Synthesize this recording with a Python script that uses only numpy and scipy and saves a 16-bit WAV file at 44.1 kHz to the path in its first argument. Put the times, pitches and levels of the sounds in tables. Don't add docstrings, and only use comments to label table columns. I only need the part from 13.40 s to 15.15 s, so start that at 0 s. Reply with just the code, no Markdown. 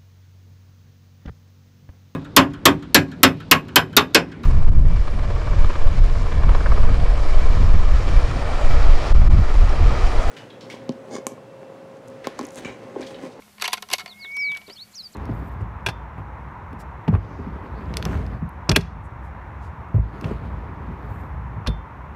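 import sys
import numpy as np
from scipy import signal
from scipy.fft import rfft, irfft
from scipy.io import wavfile
from scipy.ndimage import uniform_filter1d

SR = 44100
rng = np.random.default_rng(int(sys.argv[2]) if len(sys.argv) > 2 else 0)


def unload_audio(sound):
    columns = np.transpose(np.atleast_2d(sound))
    steps = np.round(np.clip(columns, -1, 1) * 32767)
    wavfile.write(sys.argv[1], SR, steps.astype(np.int16))


N = 77175
T = np.arange(N) / SR
STRIKE_T = T[:SR // 5]
CUTOFF_HZ = 16200


def from_db(db):
    return 10 ** (np.asarray(db) / 20)


def unit_rms(x):
    return x / np.sqrt(np.mean(x ** 2) + 1e-20)


def db_at(spectrum, hz):
    freq_hz, level_db = np.transpose(spectrum)
    return np.interp(np.log(hz), np.log(freq_hz), level_db)


def add(out, start_s, x):
    i = int(start_s * SR)
    out[i:i + len(x)] += x[:max(N - i, 0)]


def butter(x, kind, hz, order=2):
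    return signal.sosfilt(signal.butter(order, hz, kind, fs=SR, output="sos"), x + 1e-18)


def ring(x, hz, t60_s):
    r, w = from_db(-60 / (t60_s * SR)), 2 * np.pi * hz / SR
    return signal.lfilter([0, np.sin(w)], [1, -2 * r * np.cos(w), r * r], x + 1e-18)


def decay(t, t60_s):
    return (t >= 0) * np.exp(-np.log(1000) * np.maximum(t, 0) / t60_s)


# freq_hz, density_db
AIR_SPECTRUM = [(25, -13), (50, -12), (85, 0.5), (135, -7), (205, 0.5), (280, -12.5), (500, -12.5),
                (750, -11), (1100, -12.5), (1700, -14), (4000, -16.5), (8000, -19.5), (14000, -20),
                (15500, -31.5)]


def hiss_and_hum(hiss_db=-55, hum_db=-62.5, hum_hz=206.1, hum_width_hz=4.7):
    hz = np.maximum(np.fft.rfftfreq(N, 1 / SR), 1)
    hiss = irfft(rfft(rng.standard_normal(N)) * from_db(db_at(AIR_SPECTRUM, hz)), N)
    hum_t60_s = np.log(1000) / (np.pi * hum_width_hz)
    hum = ring(rng.standard_normal(2 * N), hum_hz, hum_t60_s)[N:]
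    return from_db(hiss_db) * unit_rms(hiss) + from_db(hum_db) * unit_rms(hum)


def slips(n, rate_per_s, spread_db):
    impulses = (rng.random(n) < rate_per_s / SR) * rng.choice([-1, 1], n)
    return impulses * from_db(spread_db * rng.standard_normal(n))


# freq_hz, level_db, t60_s
METAL_MODES = [(415.9, -25.5, 0.14), (735, -15, 0.074), (981, -19.5, 0.07), (1046.3, -12, 0.062),
               (1329, -15, 0.064), (1412, -18.5, 0.057), (1896, -13.5, 0.039), (2196, -9.5, 0.058),
               (2465, -13, 0.049), (2678, -15, 0.045), (2900, -16, 0.077), (3240, -21, 0.017),
               (3424, -14, 0.021), (3814, -13.5, 0.027), (4525, -10.5, 0.04), (5160, -30, 0.022),
               (5880, -12, 0.028), (6460, -17, 0.027), (7880, -17, 0.024), (9660, -15.5, 0.013),
               (11320, -22, 0.046), (12240, -27, 0.024)]
# time_s, level_db
RUB_LEVELS = [(0.0, -76), (0.08, -54.5), (0.13, -90), (0.55, -57), (0.70, -58), (0.80, -60.5),
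              (0.92, -62.5), (1.05, -58.5), (1.15, -57), (1.30, -54.5), (1.42, -74)]


def rod_rub():
    friction = slips(N, rate_per_s=180, spread_db=4)
    metal = sum(from_db(db) * ring(friction, hz, t60_s) for hz, db, t60_s in METAL_MODES)
    level_db = np.interp(T, *np.transpose(RUB_LEVELS))
    return from_db(level_db) * unit_rms(butter(metal, "low", hz=1380))


def bending_lag_s(hz):
    return 0.002385 * (np.sqrt(1000 / hz) - np.sqrt(1000 / CUTOFF_HZ))


def struck_mode(hz, db, t60_s):
    t = STRIKE_T - bending_lag_s(hz)
    return from_db(db) * np.sin(2 * np.pi * hz * t) * decay(t, t60_s)


def crowded_modes(envelope, low_hz, high_hz):
    noise = butter(rng.standard_normal(len(envelope)) * envelope, "band", [low_hz, high_hz])
    return unit_rms(noise) * np.sqrt(np.mean(envelope ** 2))


# freq_hz, density_db
CONTACT_SPECTRUM = [(150, -32), (330, -22), (600, -13), (1000, -9), (1650, -2.5), (2500, 1.5), (3500, 4.5),
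                    (4700, 1.5), (7000, -12), (8700, -22.5), (11000, -9.5), (15000, -13.5)]


def contact(bass_db, treble_db, crowd_db=0.5, tail_db=-18.5, mode_spread_db=2.5):
    edges_hz = np.geomspace(130, 16000, 17)
    centres_hz = np.sqrt(edges_hz[1:] * edges_hz[:-1])
    tone = [(1720, bass_db), (1980, 0), (11800, treble_db)]
    gains = from_db(db_at(CONTACT_SPECTRUM, centres_hz)) * np.sqrt(np.diff(edges_hz))
    gains = gains / np.linalg.norm(gains) * from_db(crowd_db + db_at(tone, centres_hz))
    out = np.zeros(len(STRIKE_T))
    for low_hz, high_hz, hz, gain in zip(edges_hz, edges_hz[1:], centres_hz, gains):
        t = STRIKE_T - bending_lag_s(hz)
        attack_s = 0.00034 * np.sqrt(2000 / hz)
        t60_s = 0.025 * (2000 / hz) ** 0.46
        rise = np.clip(t / attack_s, 0, 1)
        fall = decay(t, t60_s) + from_db(tail_db) * decay(t, t60_s=0.1)
        out += gain * crowded_modes(rise * fall, low_hz, high_hz)
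    for hz, db, t60_s in METAL_MODES:
        mode_db = db + db_at(tone, hz) + mode_spread_db * rng.standard_normal()
        out += struck_mode(hz, mode_db, t60_s)
    return out


# start_s, level_db, bass_db, treble_db, knock_hz, ping_hz
ROD_STRIKES = [(0.020, -46, -1.5, -12, 1076, 2220), (0.181, -40, 0, -21, 1080, 2220),
               (0.1979, -36, -5, -9, 1090, 2020), (0.2211, -22.5, 6, 8.5, 1315, 2500),
               (0.2419, -24.5, -3, 0.5, 1040, 2190), (0.2778, -21, 1.5, 4, 973, 3380),
               (0.3304, -20, 5.5, 7.5, 1037, 2560), (0.3362, -25.5, -1.5, 11.5, 790, 9650),
               (0.3392, -22, -5.5, -17, 1010, 3850), (0.3778, -33, 3.5, -4, 816, 2130),
               (0.4236, -34, 9.5, 10, 1010, 3820), (0.4873, -39.5, 4, 1, 1080, 2070),
               (0.5011, -32, 4.5, 2.5, 1020, 3460), (0.5135, -30, 1, 3, 1030, 2900),
               (0.5303, -22, 3, 2, 772, 11050), (0.5346, -16, -3, 9, 773, 2160),
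               (0.5365, -20.5, -12, -14, 598, 2150), (0.555, -41, 4, 10, 1010, 11300),
               (0.5827, -29, -3, 2.5, 1022, 4670), (0.596, -38, -7, 7.5, 1000, 2220),
               (0.6015, -33.5, -2.5, -7, 1720, 2100), (0.6593, -30.5, -3.5, -6.5, 690, 2100),
               (0.677, -38, -0.5, -13, 1007, 4500), (0.8455, -33, -4.5, -42, 1580, 1850),
               (0.967, -41.5, 5, 9.5, 1025, 9650), (1.1166, -34.5, -1, -6, 1097, 2880),
               (1.1481, -35.5, -9, -11.5, 1620, 2950), (1.162, -33.5, -2, -33, 1866, 1970),
               (1.171, -38.5, 3.5, 9.5, 770, 3920), (1.215, -42.5, -7, -9, 760, 2970),
               (1.2771, -47, -8, -3, 584, 3830), (1.2973, -38, 1, -11, 506, 2036)]


def rod_clicks(crack_db=8):
    out = np.zeros(N)
    impulse = butter(signal.unit_impulse(len(STRIKE_T)), "band", hz=[1500, CUTOFF_HZ])
    for start_s, level_db, bass_db, treble_db, knock_hz, ping_hz in ROD_STRIKES:
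        crack = from_db(crack_db + treble_db) * impulse
        knock = struck_mode(knock_hz, db=-5.5, t60_s=0.037)
        ping = struck_mode(ping_hz, db=-1, t60_s=0.024)
        add(out, start_s, from_db(level_db) * (crack + contact(bass_db, treble_db) + knock + ping))
    return out


# start_s, length_s, level_db, squeak_hz
ROD_SLIDES = [(0.204, 0.013, -31.5, 4450), (0.231, 0.015, -29.5, 2170), (0.2437, 0.01, -25, 4240),
              (0.251, 0.00995, -22.5, 3120), (0.282, 0.04, -41, 1080), (0.318, 0.0046, -31.5, 3800),
              (0.3672, 0.0055, -33.5, 2570), (0.508, 0.043, -30.5, 2780), (0.579, 0.038, -36, 2165)]


def rod_scrapes(squeak_db=-3.5):
    out, t = np.zeros(N), T[:SR // 10]
    for start_s, length_s, level_db, squeak_hz in ROD_SLIDES:
        progress = np.minimum(t / length_s, 1)
        stroke = np.sqrt(np.maximum(np.sin(np.pi * progress), 0))
        friction = stroke * slips(len(t), rate_per_s=750, spread_db=5.5)
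        metal = signal.fftconvolve(friction, contact(bass_db=-0.5, treble_db=-0.5))
        squeak = ring(metal, squeak_hz, t60_s=0.0077)
        scrape = unit_rms(metal) + from_db(squeak_db) * unit_rms(squeak)
        scrape *= np.linalg.norm(stroke) / (np.linalg.norm(scrape) + 1e-12)
        add(out, start_s, from_db(level_db) * scrape)
    return butter(out, "band", hz=[500, CUTOFF_HZ])


def thin_metal(x):
    no_bass = butter(x, "high", hz=294, order=4)
    return butter(no_bass, "low", hz=13440, order=8)


# start_s, level_db, pitch_hz
HAND_BUMPS = [(0.521, -41, 245), (0.632, -47, 202), (1.096, -46.5, 177), (1.279, -42, 328),
              (1.297, -44.5, 450)]


def hand_bumps(rise_s=0.0021, band_ratio=1.4):
    out = np.zeros(N)
    envelope = 2 * (1 - np.exp(-STRIKE_T / rise_s)) * decay(STRIKE_T, t60_s=0.062)
    for start_s, level_db, pitch_hz in HAND_BUMPS:
        bump = crowded_modes(envelope, pitch_hz / band_ratio, pitch_hz * band_ratio)
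        add(out, start_s, from_db(level_db) * bump)
    return out


def glide(pitch_hz):
    return np.sqrt(2) * np.sin(2 * np.pi * np.cumsum(pitch_hz) / SR)


def sing(curve, start_s=0):
    time_s, pitch_hz, level_db = np.transpose(curve)
    t, window = T - start_s, SR // 200
    gate = (t > time_s[0]) * (t < time_s[-1])
    gain = uniform_filter1d(gate * from_db(np.interp(t, time_s, level_db)), window)
    return gain * glide(uniform_filter1d(np.interp(t, time_s, pitch_hz), window))


def scatter(x, t60_s):
    tail = rng.standard_normal(N) * decay(T, t60_s)
    return signal.fftconvolve(x, tail / np.linalg.norm(tail))[:N]


# time_s, pitch_hz, level_db
WHISTLE_CURVE = [(0.66, 2100, -64), (0.75, 2145, -54), (0.80, 2190, -47), (0.83, 2200, -41),
                 (0.90, 2218, -37), (0.94, 2255, -33), (0.98, 2272, -27), (1.035, 2274, -24),
                 (1.08, 2275, -25), (1.125, 2292, -27), (1.15, 2275, -31), (1.18, 2260, -41),
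                 (1.205, 2200, -56)]


def whistling_bird(echo_s=0.125, echo_db=-27, tail_db=-32.5):
    note = sing(WHISTLE_CURVE)
    out = note + from_db(tail_db) * scatter(note, t60_s=1.7)
    add(out, echo_s, from_db(echo_db) * note)
    return out


# start_s, length_s, start_hz, middle_hz, end_hz, level_db
QUICK_SLURS = [(0.668, 0.070, 5050, 4150, 3260, -44.5), (0.789, 0.083, 5060, 4240, 3170, -42.5),
               (0.913, 0.011, 4540, 4790, 5670, -50), (1.262, 0.016, 3600, 4340, 4600, -50),
               (1.28, 0.038, 2930, 4090, 4800, -46.5), (1.289, 0.027, 2605, 3100, 2720, -50),
               (1.312, 0.03, 4480, 4840, 5870, -45), (1.345, 0.034, 5700, 4450, 4300, -48),
               (1.357, 0.084, 2650, 3870, 4590, -40.5), (1.541, 0.082, 7610, 4940, 3864, -37.5),
               (1.621, 0.056, 5450, 4800, 4520, -39.5)]
# time_s, pitch_hz, level_db
LONG_SLUR_CURVE = [(0.94, 6600, -66), (0.955, 5900, -51), (0.975, 5150, -47.5), (0.995, 5500, -44),
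                   (1.01, 5350, -39.5), (1.025, 4950, -40.5), (1.07, 4170, -42), (1.11, 3600, -43),
                   (1.155, 3050, -57)]
# offset_s, pitch_hz, level_db
ZIGZAG_CURVE = [(0, 6600, -64), (0.011, 8000, -56), (0.019, 4700, -59), (0.027, 3950, -53),
                (0.036, 4600, -48), (0.046, 6400, -41)]
ZIGZAG_STARTS = [1.515, 1.718]


def small_bird(peak_fraction=0.83, tail_db=-11):
    song = sing(LONG_SLUR_CURVE) + sum(sing(ZIGZAG_CURVE, start_s) for start_s in ZIGZAG_STARTS)
    for start_s, length_s, start_hz, middle_hz, end_hz, level_db in QUICK_SLURS:
        progress = np.linspace(0, 1, int(length_s * SR))
        arc = np.polyfit([0, 0.5, 1], np.log([start_hz, middle_hz, end_hz]), 2)
        pitch_hz = np.exp(np.polyval(arc, progress))
        swell = np.sin(np.pi / 2 * np.interp(progress, [0, peak_fraction, 1], [0, 1, 0]))
        add(song, start_s, from_db(level_db) * swell * glide(pitch_hz))
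    return song + from_db(tail_db) * scatter(song, t60_s=0.11)


def scene():
    rod = thin_metal(rod_clicks() + rod_scrapes() + rod_rub())
    return (rod + hand_bumps() + whistling_bird() + small_bird() + hiss_and_hum())[None]


def record(dry):
    return signal.sosfilt(signal.cheby2(14, 60, CUTOFF_HZ, fs=SR, output="sos"), dry)


dry = scene()
out = record(dry)
unload_audio(out)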